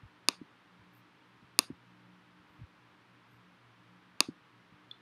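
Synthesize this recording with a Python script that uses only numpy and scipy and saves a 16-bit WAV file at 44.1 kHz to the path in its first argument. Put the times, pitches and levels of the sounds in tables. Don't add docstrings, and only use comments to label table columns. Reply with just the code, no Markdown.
import sys
import numpy as np
from scipy import signal
from scipy.fft import rfft, irfft, next_fast_len
from scipy.io import wavfile

SR = 44100
rng = np.random.default_rng(int(sys.argv[2]) if len(sys.argv) > 2 else 0)


def file_out(sig):
    cols = np.atleast_2d(sig).T
    lim = np.clip(cols, -1, 1)
    pcm = np.round(lim * 32767).astype(np.int16)
    wavfile.write(sys.argv[1], SR, pcm)


N = 221337
TIME = np.arange(N) / SR
RING_TIME = np.arange(SR // 4) / SR


def amp(db):
    return 10 ** (np.asarray(db) / 20)


def unit(x):
    return x / np.sqrt(np.mean(x ** 2) + 1e-20)


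def along(points, hz):
    f, v = np.transpose(points)
    return np.interp(np.log(hz + 1), np.log(f), v)


def filtered(x, response):
    size = next_fast_len(x.shape[-1] + SR // 4)
    return irfft(rfft(x, size) * response(np.fft.rfftfreq(size, 1 / SR)), size)[..., :x.shape[-1]]


def coloured(x, colour):
    return filtered(x, lambda hz: amp(along(colour, hz)))


def noise(colour):
    return unit(coloured(rng.standard_normal(N), colour))


def lowpass(x, hz, order):
    return signal.sosfilt(signal.butter(order, hz, fs=SR, output="sos"), x)


def highpass(x, hz, order):
    return signal.sosfilt(signal.butter(order, hz, "high", fs=SR, output="sos"), x)


def add(track, s, sound):
    part = track[max(round(s * SR), 0):][:len(sound)]
    part += sound[:len(part)]


def ring(tones, rise_cycles):
    t = RING_TIME
    return sum(amp(db - 60 * t / fade_s) * np.sin(2 * np.pi * hz * t)
               * (1 - np.exp(-t * hz / rise_cycles)) for hz, db, fade_s in tones)


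def thud(hz, rise_cycles):
    age = RING_TIME * hz / rise_cycles
    return age ** 2 * np.exp(2 * (1 - age)) * np.sin(2 * np.pi * hz * RING_TIME)


# f/Hz, level/dB
AIR_COLOUR = [(25, -16.5), (60, -9.5), (100, -5), (250, 2), (450, -3), (680, -6.5), (950, 0.5),
              (1400, -0.5), (3200, -9), (5500, -21), (7200, -29.5), (10000, -30.5), (14500, -38.5),
              (16500, -50)]
# f/Hz, level/dB, half width/Hz
HUM_TONES = [(120.03, -72, 5.4873), (180, -70.5, 4.5), (301.83, -74.5, 5.1023)]
def background(air_db=-64):
    out = amp(air_db) * noise(AIR_COLOUR)
    for tone_hz, db, width in HUM_TONES:
        band = filtered(rng.standard_normal(N), lambda hz: 1 / (1 + ((hz - tone_hz) / width) ** 2))
        out += amp(db) * unit(band)
    return out


# t/s, level/dB, f/Hz
HAND_BUMPS = [(0.030, -44.5, 111.4), (0.793, -55, 145), (1.425, -50, 178), (1.705, -49, 125),
              (2.587, -50.5, 105), (2.598, -50, 256.7), (2.613, -38.5, 122), (4.722, -51.5, 186)]
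def bumps(rise_cycles=0.6853, rock_s=0.014953, rock_db=-4, rock_pitch_ratio=0.6943):
    out = np.zeros(N)
    for s, db, hz in HAND_BUMPS:
        add(out, s, amp(db) * thud(hz, rise_cycles))
        add(out, s + rock_s, amp(db + rock_db) * thud(hz * rock_pitch_ratio, rise_cycles))
    return out


def stirring(per_second=2.3, middle_hz=120.3, spread_octaves=.5):
    out, s = np.zeros(N), 0
    for _ in range(30):
        s += rng.uniform(0, 2 / per_second)
        db = rng.uniform(-65.75, -60.75)
        hz = middle_hz * 2 ** rng.uniform(-spread_octaves, spread_octaves)
        add(out, s, amp(db) * thud(hz, rise_cycles=0.63))
    return out


# f/Hz, level/dB, time to fade 60 dB/s
CASE_TONES = [(296.98, -25.5, .024), (377, -36, 0.037), (595.8, -29.5, .0146), (992.07, -23, .0145),
              (1159, -23.5, 0.022), (1751.5, -26, 0.011), (2599.7, -15.5, 0.0093), (2759.9, -25, .014),
              (3770.6, -16.5, .009), (4487.5, -8, 0.0052), (4815.2, -11.5, 0.0069), (5752.7, -24, 0.0069),
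              (6469.2, -13, 0.0058), (7943.6, -24, .006), (9010.5, -7.5, 0.0044), (9920.7, -17.5, .006),
              (10880, -9.5, .004), (11678, -20, .005), (14560, -19, .005)]
def snap(travel_s=0.00052, low_hz=190):
    t = RING_TIME
    tones = sum(amp(db - 60 * t / fade_s) * np.cos(2 * np.pi * hz * t) for hz, db, fade_s in CASE_TONES)
    tones[0] /= 2
    lag_cycles = lambda hz: 2 * travel_s * np.sqrt(1000 * hz)
    arrived = filtered(tones, lambda hz: np.exp(-2j * np.pi * lag_cycles(hz)))
    return highpass(arrived, low_hz, order=3)


# f/Hz, time to fade 60 dB/s
ROOM_FADE = [(200, .17), (1500, 0.28), (3400, 0.36), (4800, 0.24), (7600, 0.33), (12000, 0.24)]
def tail(rise_s=0.0019, hold_s=0.066885):
    hz, t, bands = signal.stft(rng.standard_normal(len(RING_TIME)), SR, nperseg=256)
    fade = amp(-60 * t / along(ROOM_FADE, hz)[:, None]) / (1 + (t / hold_s) ** 8)
    echo = signal.istft(bands * fade, SR, nperseg=256)[1][:len(RING_TIME)]
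    echo *= 1 - np.exp(-(RING_TIME / rise_s) ** 2)
    return echo / np.linalg.norm(echo)


def in_room(x, echo_db):
    return x + amp(echo_db) * signal.fftconvolve(x, tail())[:len(x)]


# f/Hz, level/dB
ECHO_COLOUR = [(100, -19.5), (260, 2.5), (620, -7.5), (1150, -0.5), (1950, -13), (2650, -2.5),
               (3150, -14.5), (3550, -2.5), (4900, -13.5), (6700, -12), (7400, -25), (9300, -18.5),
               (12200, -17), (13000, -34)]
# f/Hz, level/dB
LATE_COLOUR = [(3000, -20), (4200, -3.5), (4900, 1), (5600, -5.5), (7500, -8), (9100, -4.5), (11000, -10),
               (13000, -31)]
# t/s, level/dB, treble limit f/Hz
PAD_PRESSES = [(0.2862, -0.5, 7150), (1.59, 1, 12500), (4.2053, .5, 7359)]
def presses(echo_db=-4, late_db=-31, edge_hz=12500):
    out = np.zeros(N)
    direct = coloured(snap(), [(edge_hz - 400, 0), (edge_hz + 300, -6)])
    bright = coloured(direct, LATE_COLOUR)
    for s, db, treble_hz in PAD_PRESSES:
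        echo = amp(echo_db) * coloured(tail(), ECHO_COLOUR)
        late_tail = tail(rise_s=.05, hold_s=.095)
        late_ring = amp(late_db) * signal.fftconvolve(bright, late_tail)[:len(direct)]
        add(out, s, amp(db) * lowpass(direct + echo + late_ring, treble_hz, order=2))
    return out


# f/Hz, level/dB, time to fade 60 dB/s
FRAME_TONE = [(171.01, 2.5, 0.058175)]
# t/s, level/dB
PAD_RELEASES = [(0.4138, -30.5), (1.7012, -26.8), (4.2863, -23.5)]
def releases(thud_hz=269, gain_db=-5.5):
    out = np.zeros(N)
    body = thud(thud_hz, rise_cycles=0.9065) + ring(FRAME_TONE, rise_cycles=3.2)
    for s, db in PAD_RELEASES:
        add(out, s, in_room(amp(db + gain_db) * body, echo_db=-16))
    return out


# multiple of its peak frequency, level/dB
HISS_COLOUR = [(.22, -30.5), (.52, -16), (.89, -10), (1, 1.5), (1.14, -12), (1.22, -37.5)]
# middle t/s, level/dB, half length/s, peak f/Hz
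FINGER_SLIDES = [(0.97, -75.5, 0.02127, 13510), (2.539, -93, .045, 13800), (3.33, -86, 0.02974, 12580)]
def slides(rough_db=3, slip_hz=150):
    out = np.zeros(N)
    grip = unit(lowpass(rng.standard_normal(N), slip_hz, order=2))
    for s, db, half_s, hz in FINGER_SLIDES:
        speed = np.exp(-.5 * ((TIME - s) / half_s) ** 2)
        hiss = noise([(multiple * hz, level) for multiple, level in HISS_COLOUR])
        out += speed * amp(db + rough_db * grip) * hiss
    return out


# f/Hz, level/dB, time to fade 60 dB/s
TICK_TONES = [(3476.4, 2.5, 0.01199), (4087, -8, 0.01543), (8992.4, -35.5, 0.00845), (12410, -44, 0.01225)]
# t/s, level/dB
TICK_TOUCHES = [(4.9119, -28), (4.9128, -37)]
def tick():
    out = np.zeros(N)
    for s, db in TICK_TOUCHES:
        add(out, s, in_room(amp(db) * ring(TICK_TONES, rise_cycles=4.493), echo_db=-14.5))
    return highpass(out, hz=3058.4, order=8)


def scene():
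    return (presses() + releases() + bumps() + tick() + slides() + background() + stirring())[None]


def record(dry, peak_limit=.86, top_hz=16500):
    clipped = np.clip(highpass(dry, hz=45, order=2), -peak_limit, peak_limit)
    return filtered(clipped, lambda hz: 1 / (1 + (hz / top_hz) ** 100))


dry = scene()
out = record(dry)
file_out(out)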